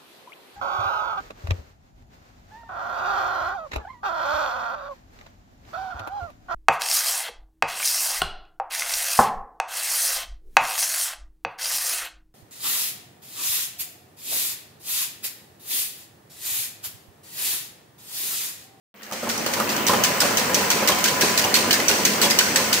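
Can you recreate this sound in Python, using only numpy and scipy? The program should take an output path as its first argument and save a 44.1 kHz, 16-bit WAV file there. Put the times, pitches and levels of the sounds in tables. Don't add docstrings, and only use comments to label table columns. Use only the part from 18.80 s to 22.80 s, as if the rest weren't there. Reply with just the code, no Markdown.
import sys
import numpy as np
from scipy import signal
from scipy.fft import rfft, irfft
from scipy.io import wavfile
from scipy.ndimage import uniform_filter1d

SR = 44100
rng = np.random.default_rng(int(sys.argv[2]) if len(sys.argv) > 2 else 0)


def digitize_waveform(pressure):
    field = np.atleast_2d(pressure).T
    bounded = np.clip(field, -1, 1)
    quanta = np.round(bounded * 32767).astype(np.int16)
    wavfile.write(sys.argv[1], SR, quanta)


def rack_gain(trim_db):
    fader = np.asarray(trim_db, float)
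    return 10 ** (fader / 20)


N = 176400
PORT_GAP_SAMPLES = 5


def evened(x):
    return x / np.sqrt(np.mean(x ** 2) + 1e-20)


def read(points, hz):
    f, value = np.transpose(points)
    return np.interp(np.log(hz + 1), np.log(f + 1), value)


def add(mix, start_s, sound):
    part = mix[..., round(start_s * SR):][..., :sound.shape[-1]]
    part += sound[..., :part.shape[-1]]


def shaped(x, points):
    n = x.shape[-1]
    return irfft(rfft(x) * rack_gain(read(points, np.fft.rfftfreq(n, 1 / SR))), n)


def smoothed(x, size):
    return uniform_filter1d(uniform_filter1d(x, size=size), size=size)


def fade(t):
    fade_s, power = 0.99, 1.53
    return np.clip(t / fade_s, 1e-3, 1) ** power


def whistle(noise_spectrum, hz, width_hz):
    off = (np.fft.rfftfreq(N, 1 / SR) - hz) / (width_hz / 2)
    return evened(irfft(noise_spectrum / (1 + off ** 2), N))


def drone():
    # frequency in Hz, level in dB per Hz.
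    broad = [(30, -7), (70, 1), (201, 9.5), (1100, 7), (3050, 1.5), (3450, -7.5), (9970, -18.5),
             (15500, -2.5)]
    # frequency in Hz, coherence (0-1).
    likeness = [(35, .6), (100, 1), (250, 0.93), (600, 0.63), (1200, 0.033), (3000, 0.5), (8000, 0.022)]
    # frequency in Hz, width in Hz, level in dB.
    casings = [(102.5, 11, -49), (206, 17, -39), (248, 6.7, -50.5), (497, 160, -38), (696, 10, -62),
               (1454, 23, -48), (1667, 23, -49.5), (2080, 14, -51), (2530, 69, -67)]
    # time in s, level in dB.
    whine = [
        (.6, -55),
        (1.1, -34),
        (2.0, -33.5),
        (3.0, -33.5),
        (3.15, -34),
        (4.0, -41),
    ]
    broad_db, patch_db = -24.5, 1.8
    gear_hz, gear_width_hz, gear_waver_hz = 1001, 14, 2.5
    gear_db, gear_fuzz_db = -5.5, -5

    frames, hz = N // 256 + 5, np.fft.rfftfreq(1024, 1 / SR)
    a, b, c, d, patches = rng.standard_normal((frames, 513, 5)).T
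    patches = uniform_filter1d(patches, size=10, axis=0)
    patches = evened(uniform_filter1d(patches, size=8, axis=1))
    same = np.clip(read(likeness, hz), -1, 1)[:, None]
    left = a + 1j * b
    right = same * left + np.sqrt(1 - same ** 2) * (c + 1j * d)
    spectra = np.array([left, right]) * rack_gain(read(broad, hz)[:, None] + patch_db * patches)
    wide = signal.istft(spectra, nperseg=1024, noverlap=768)[1][:, :N]

    noise = rng.standard_normal((3, N))
    noise = rfft(noise[0] + 0.033 * noise[1:])
    casing = sum(rack_gain(db) * whistle(noise, f_hz, 1.6 * width_hz) for f_hz, width_hz, db in casings)

    waver = evened(smoothed(rng.standard_normal(N), 6000))
    phase = 2 * np.pi * np.cumsum(gear_hz + gear_waver_hz * waver) / SR
    gear = np.sin(phase) * np.sqrt(2) + rack_gain(gear_fuzz_db) * whistle(noise, gear_hz, gear_width_hz)
    gear_gain = rack_gain(gear_db + np.interp(np.arange(N) / SR, *np.transpose(whine)))
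    return rack_gain(broad_db) * evened(wide) + casing + gear * gear_gain


def rattle():
    rattle_db, ticks_per_s, spread_db = -39, 640, 5
    size = rack_gain(spread_db * np.minimum(rng.exponential(1, N), 5)) * (rng.random(N) < ticks_per_s / SR)
    link, t = rng.integers(0, 24, N), np.arange(600) / SR
    out = np.zeros((2, N))
    for k, hz in enumerate(np.geomspace(1200, 15000, num=24)):
        tick = np.sin(2 * np.pi * hz * t) * np.exp(-t * hz / 2.2)
        out[k % 2] += signal.oaconvolve(size * (link == k), tick)[:N]
    return rack_gain(rattle_db) * evened(out + 0.088 * out[::-1])


def ringing(modes, t, spread_db):
    draw = rng.standard_normal((len(modes), 2))
    out = 0
    for (hz, db, t60_s), (a, b) in zip(modes, draw):
        decay = rack_gain(db + spread_db * a - 60 * t / max(t60_s, .005))
        out = out + decay * np.sin(2 * np.pi * hz * (1 + 0.014 * b) * t)
    return out


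def blows(t, length_s):
    bounces_per_s, bounce_share = 1500, .45
    hits = rng.standard_normal(len(t)) * (rng.random(len(t)) < bounces_per_s / SR)
    return hits * bounce_share * np.exp(-t / max(length_s, .001)) + (t == 0)


def clack(start_s, db, ring_hz, rattle_s, sharp_db):
    # frequency in Hz, level in dB, t60 in s.
    blade_modes = [(1510, -7.5, 0.2), (1776, 0.5, 0.041), (2400, -24, 0.012), (3023, 10, 0.047),
                   (3570, -3, 0.017), (4680, 5, 0.038), (5140, -24, 0.007), (5960, 14, 0.025),
                   (6280, -31, 0.034), (7860, 4, 0.031), (8200, -12, 0.04), (10600, -10, 0.016)]
    # frequency in Hz, level in dB per Hz.
    snap_colour = [(700, -18), (1100, -18), (1800, 1.5), (3600, -1), (4500, 1), (6200, 1), (10500, -9),
                   (15500, -6.5)]
    modes_db, ring_db, ring_t60_s = -21, -17.5, 0.065
    snap_db, snap_shared, ragged_db = -11, 0.36, 3
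    crack_db, crack_s, crack_peak_db, crack_width_hz = 12, .002, 19.5, 230
    crack_low_hz, crack_treble_hz = 2480, 9000
    shock_db, ring_in_hall = 15, .12

    t, hz = np.arange(6144) / SR, np.fft.rfftfreq(6144, 1 / SR)
    body = rack_gain(modes_db) * ringing(blade_modes, t, 4.0) / 2
    body = body + rack_gain(ring_db) * ringing([(ring_hz, 0, ring_t60_s)], t, 0)
    hits = blows(t, crack_s)
    rung = 2.12 * rack_gain(sharp_db) * signal.fftconvolve(hits / np.linalg.norm(hits), body)[:len(t)]

    noise = rng.standard_normal((3, len(t)))
    hiss = evened(shaped(noise[1:] + snap_shared * noise[0], snap_colour))
    ragged = rack_gain(ragged_db * evened(smoothed(noise[0], 150)))
    peak = 1 + rack_gain(crack_peak_db) / (1 + ((hz - ring_hz) / crack_width_hz * 2) ** 2)
    peak = peak * hz ** 2 / (hz ** 2 + crack_low_hz ** 2) * (1 + (hz / crack_treble_hz) ** 2)
    crack = evened(irfft(rfft(hiss) * peak, len(t))) * np.exp(-t / crack_s) * np.minimum(t / 0.00063, 1)
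    wire = hiss * ragged * np.exp(-(t / max(rattle_s, .002)) ** 2.16) * np.minimum(t / 0.0037, 1)
    snap = rack_gain(snap_db) * (rack_gain(crack_db + sharp_db) * crack + wire)

    shock = shaped(1. * (np.arange(len(t)) == 40), snap_colour)
    shock = rack_gain(shock_db) * shock / np.linalg.norm(shock) + ring_in_hall * rung
    ports = [rung + snap[0], np.roll(rung, PORT_GAP_SAMPLES) + snap[1]]
    return start_s, rack_gain(db) / fade(start_s) * np.array([*ports, shock])


def rebound(start_s, db, ring_hz):
    rebound_db, tick_s, ring_t60_s, ring_db, shock_db = -6, 0.0036, 0.06, -1, 8.5
    t = np.arange(3072) / SR
    colour = [(ring_hz * 0.27, -14), (ring_hz, 0), (ring_hz * 2.3, -7), (16000, -14)]  # Hz, dB
    tick = evened(shaped(rng.standard_normal((2, len(t))), colour))
    tick = tick * np.exp(-t / tick_s) * np.minimum(t / 0.00079, 1)
    ring = rack_gain(ring_db) * ringing([(ring_hz, 0, ring_t60_s)], t, 0) * np.minimum(t / .001, 1)
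    left, right = tick[0] + ring, tick[1] + np.roll(ring, PORT_GAP_SAMPLES)
    shock = rack_gain(shock_db) * left / np.linalg.norm(left)
    return start_s, rack_gain(db + rebound_db) / fade(start_s) * np.array([left, right, shock])


def thud(start_s, db, knock_hz):
    # frequency in Hz, level in dB, t60 in s.
    frame_modes = [(216, -13.5, 0.25), (233.6, -6.5, 0.25), (400, -12.5, 0.14), (536, -2.5, 0.16),
                   (581, -6.5, 0.17), (860, 2.5, 0.046), (1040, -3, 0.037), (1300, -16, 0.033)]
    # frequency in Hz, level in dB.
    crunch_colour = [(100, -7), (250, -1), (600, -0.5), (1300, -4), (2200, -12), (5000, -20)]
    thud_db, modes_db, spread_s, knock_t60_s = -12, -5, 0.013, 0.058
    crunch_db, crunch_s, shock_db, rung_in_hall_db = -0.5, 0.03, 22, -8

    t = np.arange(8192) / SR
    body = rack_gain(modes_db) * ringing(frame_modes, t, 3.2) + ringing([(knock_hz, 0, knock_t60_s)], t, 0)
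    rung = signal.fftconvolve(uniform_filter1d(blows(t, spread_s), size=8), body)[:len(t)]
    rung = rung / np.sqrt(np.mean(rung[:800] ** 2)) * np.minimum(t / 0.0016, 1)
    crunch = evened(shaped(rng.standard_normal(len(t)), crunch_colour))
    crunch = crunch * np.exp(-t / crunch_s) * np.minimum(t / 0.0051, 1)
    shock = shaped(1. * (np.arange(len(t)) == 200), crunch_colour)
    shock = rack_gain(shock_db) * shock / np.linalg.norm(shock) + rack_gain(rung_in_hall_db) * rung
    return start_s, rack_gain(db + thud_db) / fade(start_s) * np.array([rung + rack_gain(crunch_db) * crunch, shock])


def hall(x):
    # frequency in Hz, t60 in s.
    decay = [(200, 1.55), (1000, 1.64), (3500, 0.85), (9000, 1.27), (15000, 0.24)]
    tail_db, early_db, early_t60_s, wall_s = 4, -5, 0.045, .008
    out, turn = np.zeros((2, N)), np.arange(N) / SR * 2.242
    tap_s = np.arange(SR) / SR
    for k in range(3):
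        taps = rng.standard_normal((2, SR)) * (rng.random((2, SR)) < .3)
        hz, t, z = signal.stft(taps, SR, nperseg=256)
        tail = signal.istft(z * rack_gain(-60 * t / read(decay, hz)[:, None]), SR, nperseg=256)[1][:, :SR]
        early = taps[::-1] * rack_gain(-60 * tap_s / early_t60_s)
        both = rack_gain(tail_db) * tail / np.linalg.norm(tail[0])
        both = both + rack_gain(early_db) * early / np.linalg.norm(early[0])
        both = both * np.minimum(tap_s / wall_s, 1) ** 2
        share = np.sqrt(2 / 3) * np.cos(np.pi * (turn + k / 3))
        out += signal.fftconvolve((x * share)[None], both, axes=1)[:, :N]
    return out


def scene():
    # start in s, level in dB, loudest ring in Hz, rattle length in s,
    # sharpness of the first crack in dB.
    clacks = [(0.158, -48, 4470, 0.04, -12), (0.229, -32, 4470, 0.033, -12),
              (0.3227, -19, 6100, 0.015, -10), (0.4913, -13.5, 6060, 0.019, -5),
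              (0.6624, -17.5, 4420, 0.025, 4), (0.7295, -15, 6100, 0.028, -15),
              (0.891, -15.5, 3200, 0.051, -5), (0.965, -23, 3070, 0.028, 7),
              (1.0665, -7.5, 6020, 0.044, -5), (1.237, -8, 6280, 0.046, 2),
              (1.4036, -5.5, 5180, 0.017, -1.5), (1.5715, -8, 6200, 0.031, -1),
              (1.7447, -6, 5900, 0.013, 0), (1.9026, -6.5, 6000, 0.024, -0.5),
              (2.0745, -6.5, 4930, 0.029, -3), (2.186, -15.5, 2520, 0.022, -4),
              (2.2406, -7.5, 6280, 0.053, -1), (2.282, -16, 3100, 0.02, -1), (2.4096, -3, 5880, 0.01, -5),
              (2.576, -8.5, 4170, 0.042, 1), (2.647, -21, 2800, 0.02, 6), (2.741, -5.5, 4300, 0.051, -6),
              (2.908, -9, 4520, 0.026, 1.5), (2.929, -10.5, 4270, 0.04, 4.5),
              (3.0823, -4.5, 5930, 0.017, -2.5), (3.251, -5.5, 6280, 0.024, -1),
              (3.4155, -6.5, 4260, 0.055, 0), (3.501, -12, 5900, 0.034, -1), (3.5882, -5.5, 4440, 0.02, 6),
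              (3.7592, -5.5, 4520, 0.02, -0.5), (3.928, -4, 4720, 0.023, -2.5)]
    # start in s, level in dB, ring in Hz.
    rebounds = [(0.2202, -34, 1820), (0.2654, -31, 1720), (0.312, -22.5, 1220), (0.5018, -17, 1450),
                (0.5134, -19, 5430), (0.5774, -16, 5840), (0.664, -17, 1334), (0.736, -17.5, 2350),
                (0.8001, -9, 1200), (0.8994, -23, 2730), (0.9784, -19, 1480), (1.1339, -8, 1220),
                (1.2494, -13, 5970), (1.4198, -9, 1435), (1.5886, -19, 1880), (1.613, -16.5, 1800),
                (1.759, -19, 4680), (1.9083, -12.5, 1445), (1.9694, -21, 2400), (2.0974, -16, 1740),
                (2.1194, -9.5, 3120), (2.2548, -11, 1620), (2.4226, -9, 1690), (2.5755, -16, 4450),
                (2.6407, -7.5, 2850), (2.741, -4, 4380), (2.9396, -9, 1770), (2.9574, -13, 2080),
                (3.0004, -10, 2010), (3.0924, -10, 4440), (3.0994, -10.5, 1440), (3.1127, -8, 2730),
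                (3.4185, -18, 1760), (3.429, -14, 5360), (3.4404, -8, 3440), (3.4497, -19, 6000),
                (3.4604, -13, 4700), (3.5085, -4, 4930), (3.5144, -9, 2080), (3.597, -12, 2400),
                (3.6104, -9, 1527), (3.7586, -8, 1840)]
    # start in s, level in dB, knock in Hz.
    thuds = [(0.32, -20.5, 796), (0.429, -16, 597), (0.469, -17, 1040), (0.66, -19, 560), (0.767, -15, 977),
             (0.798, -13, 1242), (1.092, -7, 1040), (1.131, -8.5, 994), (1.429, -9.5, 524),
             (1.447, -12, 560), (1.505, -14, 480), (1.694, -15, 558), (1.769, -14.5, 552),
             (1.812, -14.5, 562), (1.945, -22, 400), (2.023, -12, 546), (2.094, -8.5, 1012),
             (2.3, -16.5, 974), (2.43, -9.5, 387), (2.648, -11.5, 798), (2.769, -15, 990),
             (2.988, -16.5, 623), (3.002, -22, 990), (3.1, -13.5, 520), (3.188, -15.5, 596),
             (3.428, -12.5, 1000), (3.446, -13.5, 910), (3.768, -16, 1016), (3.8, -15, 1005)]
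    blade, frame = np.zeros((3, N)), np.zeros((2, N))
    for row in clacks:
        add(blade, *clack(*row))
    for row in rebounds:
        add(blade, *rebound(*row))
    for row in thuds:
        add(frame, *thud(*row))
    return blade[:2] + frame[0] + hall(blade[2] + frame[1]) + drone() + rattle()


def low_pass(x):
    return signal.sosfilt(signal.butter(12, 16820, fs=SR, output="sos"), x)


def record(dry):
    # frequency in Hz, left over right in dB.
    balance = [(60, -2), (300, 1), (600, -1.4), (2400, 2), (4400, -6), (8000, 5), (13000, -7)]
    start_s, ceiling, mic_low_hz, mono_hz, edge_hz = .1415, .8, 84.4, 260, 15660
    hz, t = np.fft.rfftfreq(N, 1 / SR), np.arange(N) / SR
    started = t > start_s
    left, right = rfft(ceiling * np.tanh(dry * fade(t) / ceiling) * started)
    mid = (left + right) / 2
    side = (left - right) / 2 * (hz / np.hypot(hz, mono_hz) + 1 / (1 + (hz / 45) ** 2))
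    lean_db = read(balance, hz) / 2
    bass_cut = hz ** 2 / (hz ** 2 + mic_low_hz ** 2)
    mic = bass_cut / (1 + rack_gain(np.clip((hz - edge_hz) / 3, -200, 60)))
    ports = irfft(np.array([mid + side, mid - side]) * rack_gain(np.array([lean_db, -lean_db])) * mic, N)
    return low_pass(ports * started)


dry = scene()
out = record(dry)
digitize_waveform(out)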